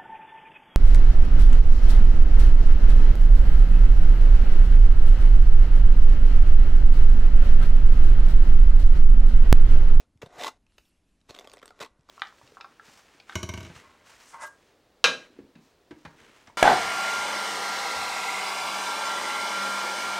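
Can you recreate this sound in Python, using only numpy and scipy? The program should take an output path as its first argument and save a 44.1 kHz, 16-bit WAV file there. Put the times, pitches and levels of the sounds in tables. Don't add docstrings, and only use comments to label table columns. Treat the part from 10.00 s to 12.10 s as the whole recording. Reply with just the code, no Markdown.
import sys
import numpy as np
from scipy import signal
from scipy.fft import rfft, irfft
from scipy.io import wavfile
from scipy.ndimage import uniform_filter1d

SR = 44100
rng = np.random.default_rng(int(sys.argv[2]) if len(sys.argv) > 2 else 0)


def wav_record(signal):
    frames = np.transpose(np.atleast_2d(signal))
    bounded = np.clip(frames, -1, 1)
    quanta = np.round(bounded * 32767).astype(np.int16)
    wavfile.write(sys.argv[1], SR, quanta)


def elevation(decibels):
    levels = np.asarray(decibels, float)
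    return 10 ** (levels / 20)


N = 92610


def evened(x):
    return x / np.sqrt(np.mean(x ** 2) + 1e-20)


def read(points, hz):
    f, value = np.transpose(points)
    return np.interp(np.log(hz + 1), np.log(f + 1), value)


def curve(table, column):
    rows = np.array(table)
    return np.interp(np.arange(N) / SR, rows[:, 0], rows[:, column], -150, -150)


def add(mix, start, sound):
    part = mix[round(start * SR):][:len(sound)]
    part += sound[:len(part)]


def highpass(x, order, hz):
    return signal.sosfilt(signal.butter(order, hz, "high", fs=SR, output="sos"), x)


# pitch in Hz, level in dB, decay t60 in seconds.
PADDLE_MODES = [(328, -10, 0.021), (430, -16, 0.017), (537, -5, 0.02), (715, -5, 0.033), (968, -6, 0.016),
                (1149, -2.5, 0.022), (1460, 1, 0.0081), (1950, -6.5, 0.0097)]
# pitch in Hz, level in dB, decay t60 in seconds.
WIRE_MODES = [(2530, 4, 0.0039), (2800, 18, 0.00085), (3725, 8.5, 0.0039), (4500, -13, 0.0055),
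              (5240, 3.5, 0.0044), (5910, -2, 0.0078), (6710, -6, 0.02), (7530, -7, 0.015),
              (9500, -29, .003), (11600, -16, 0.0046), (13440, -20, 0.0018)]


def ring(modes, size=2048):
    detune, colour_spread_db = 0.028, 2.5
    hz, db, t60 = np.transpose(modes)[:, :, None]
    t = np.arange(size) / SR
    pitch_chance, level_chance = rng.standard_normal((2, len(modes), 1))
    waves = np.sin(2 * np.pi * hz * (1 + detune * pitch_chance) * t)
    return (elevation(db + colour_spread_db * level_chance - 60 * t / t60) * waves).sum(0)


# time in seconds, drag level in dB, wire share in dB.
PULLS = [
    [(0, -63, 2.5), (.04, -73.5, -4), (.1, -95, -24)],
    [(.27, -72, -5), (.295, -62.5, -8.5), (.378, -50, -7), (.392, -48, 0.5), (.445, -44, 1.5),
     (.468, -48, 7.5), (.484, -41, 1), (.504, -63.5, -6.5), (.578, -76.5, -2.5)],
    [(1.797, -61, -38), (1.804, -41, -2.5), (1.83, -44.5, -1), (1.842, -49.5, -13), (1.868, -62.5, -22),
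     (1.885, -70, -7), (1.95, -73.5, -14), (2.04, -75.5, -13)],
    [(2.04, -84, 2), (2.08, -71, -5), (2.1, -66, 9.5)],
]
# time in seconds, drag level in dB, wire share in dB.
SETTLE = [
    (.215, -74, 3),
    (.218, -46.5, -35),
    (.232, -43.5, -13),
    (.245, -66.5, -2),
    (.275, -57, -9.5),
]
# time in seconds, drag level in dB, wire share in dB.
CREEP = [(1.25, -83, -3), (1.284, -79.5, 6.5), (1.293, -49.5, -2.5), (1.32, -61.5, -3.5),
         (1.41, -58.5, -7.5), (1.48, -63.5, -5.5), (1.55, -59.5, -8.5), (1.6, -70.5, -29),
         (1.63, -63.5, -6), (1.72, -67, -5), (1.74, -68, -8), (1.789, -65.5, -2.5)]


def drag():
    slips_per_s, slip_spread_db, teeth = 3500, 1, 16
    strength = elevation(slip_spread_db * np.minimum(rng.exponential(1, N), 4))
    size = strength * (rng.random(N) < slips_per_s / SR)
    size = size / np.sqrt(uniform_filter1d(size ** 2, size=900) + 1e-9)
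    size = size * rng.choice([-1, 1], N)
    tooth = rng.integers(0, teeth, N)
    strokes = [*PULLS, SETTLE, CREEP]
    paddle = sum(elevation(curve(p, 1)) for p in strokes)
    wire = sum(elevation(curve(p, 1) + curve(p, 2)) for p in strokes)
    out = np.zeros(N)
    for k in range(teeth):
        for gain, modes in ((paddle, PADDLE_MODES), (wire, WIRE_MODES)):
            tap = ring(modes)
            out += signal.oaconvolve(size * gain * (tooth == k), tap / np.linalg.norm(tap))[:N]
    return out


# start in seconds, peak in dB, wire pitch in Hz, paddle share in dB.
PEEL = [(1.293, -43.5, 3760, -1.5), (1.3063, -36, 4000, -37), (1.3434, -45.5, 3620, 10.5),
        (1.3478, -36, 3800, -24), (1.3634, -38.5, 3350, -6), (1.3769, -45, 2920, 6),
        (1.3878, -30.5, 3600, -14), (1.3949, -37, 5870, 0.5), (1.4094, -43.5, 2260, 8),
        (1.42, -55, 2170, -10), (1.4445, -44, 2430, 1), (1.4505, -44, 2260, -10), (1.4731, -36, 3160, 2.5),
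        (1.497, -41.5, 4680, -5), (1.516, -38.5, 4600, -47), (1.5286, -50, 5260, 1),
        (1.5345, -41.5, 8460, -8), (1.5365, -39.5, 3560, 2), (1.5615, -50, 8300, -1),
        (1.57, -44.5, 2370, 6), (1.5804, -45.5, 3300, -23), (1.5962, -47.5, 2440, -39),
        (1.6166, -46, 2250, -7), (1.627, -45, 3300, 8), (1.6301, -37, 2260, 3), (1.6566, -37.5, 7670, -2),
        (1.6784, -40.5, 4370, 2), (1.6904, -49, 3400, -13), (1.7056, -49, 4270, 14)]
# start in seconds, peak in dB, wire pitch in Hz, paddle share in dB.
SNAGS = [(0.2172, -36, 2010, -23), (0.2205, -35.5, 2600, -31), (0.2232, -40, 1520, -10),
         (0.2608, -42, 3770, 6), (0.2645, -55, 1980, 10), (0.3952, -33, 2010, -19), (0.4098, -32, 3620, -1),
         (0.4125, -29, 1970, -1), (0.4212, -30, 2500, 5), (0.4347, -24.5, 3820, -9),
         (0.4385, -27.5, 2020, -6), (0.4457, -22.5, 3800, -17), (0.4515, -35, 3550, -17),
         (0.4631, -35, 3700, -32), (0.4675, -25.5, 3700, -9), (0.4775, -29.5, 3680, -10),
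         (0.482, -28, 4060, 3.5), (0.7812, -43.5, 2340, -9), (0.7845, -43, 2900, -25),
         (1.7911, -43, 2440, 0), (1.8022, -37.5, 5640, -14), (1.8133, -30.5, 2470, -4),
         (1.8215, -35.5, 3740, -6), (1.8258, -32.5, 2540, -8), (1.8292, -30, 3880, 0),
         (1.8335, -31, 2450, -10), (1.847, -36, 3800, -26), (1.8515, -40, 3750, -15),
         (1.8605, -41, 3760, -18), (2.0888, -50.5, 4540, 14), (2.0974, -35, 3630, -0.5)]
# start in seconds, peak in dB, wire pitch in Hz.
TICKS = [(0.174, -61, 5650), (0.665, -56, 2600), (0.721, -60, 4050), (0.853, -58, 3850),
         (1.204, -64.5, 7000), (1.213, -59.5, 4000), (1.3, -38, 3960), (1.589, -47.5, 4800),
         (1.994, -65.5, 4900), (2.009, -61, 5550), (2.032, -70, 4750)]


def snag(start, peak_db, pitch_hz, paddle_db=-30):
    release_s, dull_db_per_octave = 0.0009, -4
    t = np.arange(300) / SR
    burst = rng.laplace(size=len(t)) * t * np.exp(-t / release_s)
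    modes = [(hz, db + dull_db_per_octave * abs(np.log2(hz / pitch_hz)), t60) for hz, db, t60 in WIRE_MODES]
    modes.append((pitch_hz, 13, 0.005))
    wires = np.convolve(burst, ring(modes))
    knock = np.convolve(burst, ring(PADDLE_MODES))
    wires, knock = wires / abs(wires).max(), knock / abs(knock).max()
    return start, elevation(peak_db) * (wires + elevation(paddle_db - 6.5) * knock)


# time in seconds, boost in dB.
SING = [
    (.33, -17),
    (.39, 10.5),
    (.44, 7.5),
    (.465, 11),
    (.49, 8),
    (.52, -18),
    (1.79, -34),
    (1.81, 2),
    (1.87, -25),
]
# time in seconds, pitch in Hz, boost in dB.
BEND = [(.1, 594, -10), (.25, 500, -7), (.31, 730, 2), (.41, 740, -1), (0.443, 640, -9), (0.466, 1120, 5),
        (0.499, 830, -2.5), (1.6, 540, -8), (1.625, 1500, 4.5), (1.72, 1470, -5), (1.8, 1060, -5),
        (1.87, 1060, 5), (1.91, 950, -12)]


def resonate(x, hz, width_hz):
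    turn = np.exp(2j * np.pi * np.cumsum(hz) / SR)
    r = np.exp(-np.pi * width_hz / SR)
    return 2 * (turn * signal.lfilter([1 - r], [1, -r], x / turn)).real


def sing(cards):
    return cards + elevation(curve(SING, 1)) * resonate(cards, np.full(N, 2010), width_hz=45)


def bend(cards):
    s, hz, db = np.transpose(BEND)
    t = np.arange(N) / SR
    grip_hz, boost_db = np.interp(t, s, hz), np.interp(t, s, db)
    once = resonate(cards, grip_hz, width_hz=400)
    return cards + elevation(boost_db) * resonate(once, grip_hz, width_hz=400)


# start in seconds, peak in dB, pitch in Hz, decay t60 in seconds.
KNOCKS = [(0.2591, -44, 990, 0.028), (.389, -37.5, 708, 0.043), (.3965, -35, 800, 0.023),
          (.403, -31.5, 723, 0.061), (.418, -30, 670, .03), (.432, -27, 606, 0.016),
          (0.4445, -18, 940, 0.016), (0.4679, -24, 1116, 0.03), (.4785, -23, 923, 0.021),
          (0.487, -28.5, 1273, 0.018), (1.4415, -43, 460, 0.014), (1.4505, -39, 810, 0.017),
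          (1.5365, -35.5, 563, 0.015), (1.571, -43, 560, .02), (1.3075, -44.5, 720, .03),
          (1.626, -47, 1410, 0.064), (1.631, -40, 524, .02), (1.706, -47, 1395, 0.065),
          (1.8125, -38, 565, 0.021), (1.814, -29, 1410, 0.019), (1.8235, -38, 940, 0.032),
          (1.834, -38, 1040, 0.018), (1.856, -44, 940, .03), (1.8631, -36, 1095, 0.018)]
# start in seconds, peak in dB, pitch in Hz, decay t60 in seconds.
BUMPS = [
    (.157, -46, 111, 0.038),
    (0.2294, -28.5, 430, 0.023),
    (0.235, -30.5, 134, 0.028),
    (1.298, -39, 96, 0.029),
    (1.308, -32, 418, 0.014),
    (0.264, -42, 169, 0.036),
    (0.381, -49, 151, 0.062),
    (1.811, -42, 156, 0.032),
    (1.991, -48, 133, 0.034),
]


def bump(start, peak_db, hz, t60):
    t = np.arange(0, 0.15, 1 / SR)
    attack = np.minimum(t / 0.0021, 1)
    return start, elevation(peak_db - 60 * t / t60) * attack * np.sin(2 * np.pi * hz * t * (1 - 3 * t))


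def shaped_noise(spectrum, patchy_db):
    frames, hz = N // 256 + 5, np.fft.rfftfreq(1024, 1 / SR)
    a, b, patches = rng.standard_normal((frames, 513, 3)).T
    patches = uniform_filter1d(patches, size=14, axis=0)
    patches = evened(uniform_filter1d(patches, size=5, axis=1))
    patchiness = patchy_db * (hz / (hz + 500))[:, None]
    level_db = read(spectrum, hz)[:, None] + patchiness * patches
    return evened(signal.istft((a + 1j * b) * elevation(level_db), nperseg=1024, noverlap=768)[1][:N])


# time in seconds, level in dB.
RUSTLE = [
    (.62, -120),
    (.7, -76),
    (.775, -76),
    (.79, -72),
    (.885, -73),
    (.9, -75.5),
    (1.04, -84.5),
    (1.09, -79),
    (1.27, -85),
]
# frequency in Hz, density in dB per Hz.
WOOL = [(300, -18), (900, -10), (2200, -6), (2700, 1), (3300, -6), (8000, -10), (15500, -15)]


def rustle():
    return elevation(curve(RUSTLE, 1)) * shaped_noise(WOOL, patchy_db=3.5)


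# frequency in Hz, decay t60 in seconds.
ROOM_T60 = [(300, 0.1), (1500, 0.11), (8000, 0.12)]


def room(x):
    hz, t, z = signal.stft(rng.standard_normal((2, SR // 2)), SR, nperseg=256)
    tail = signal.istft(z * elevation(-60 * t / read(ROOM_T60, hz)[:, None]), SR, nperseg=256)[1]
    tail = np.pad(tail / np.linalg.norm(tail[0]), ((0, 0), (200, 0)))
    return signal.fftconvolve(x[None], tail, axes=1)[:, :N]


# frequency in Hz, density in dB per Hz.
HISS = [(20, -16.5), (45, -1), (110, -15), (270, -11.5), (420, -22.5), (1700, -32.5), (9000, -40.5),
        (11900, -42.5)]
HISS_TOP_HZ = 11800


def hiss():
    return elevation(-69.5) * shaped_noise([*HISS, (HISS_TOP_HZ, -80)], patchy_db=1.2)


# frequency in Hz, side level in dB.
WIDTH = [(60, -32), (300, -37), (2000, -35), (8000, -24.5), (13000, -29)]


def stereo(mid, wide):
    width = elevation(read(WIDTH, np.fft.rfftfreq(N, 1 / SR)))
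    side = irfft(rfft(wide + np.roll(mid, 7)) * width, N)
    return np.array([mid + side, mid - side])


def scene():
    cards = drag()
    for row in [*PEEL, *SNAGS, *TICKS]:
        add(cards, *snag(*row))
    cards = highpass(bend(sing(cards)), 4, 271)
    for row in KNOCKS:
        add(cards, *bump(*row))
    wet, wide = room(cards)
    for row in BUMPS:
        add(cards, *bump(*row))
    cards = highpass(cards, 2, 55)
    mid = cards + elevation(-11) * wet + rustle() + hiss()
    return stereo(mid, wide)


def roll_off(x):
    return signal.sosfilt(signal.butter(12, 16410, fs=SR, output="sos"), x)


def record(dry):
    low = signal.oaconvolve(dry, signal.firwin(255, HISS_TOP_HZ, fs=SR)[None], "same")
    treble = dry - low
    treble_db = 10 * np.log10(abs(uniform_filter1d(treble[0] ** 2, size=1024)) + 1e-20)
    gate = uniform_filter1d(1. * (treble_db > -83.5), size=256)
    edge = signal.firwin(511, 15650, window=("kaiser", 9), fs=SR)
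    finished = signal.oaconvolve(low + treble * gate, edge[None], "same")
    return roll_off(finished)


dry = scene()
out = record(dry)
wav_record(out)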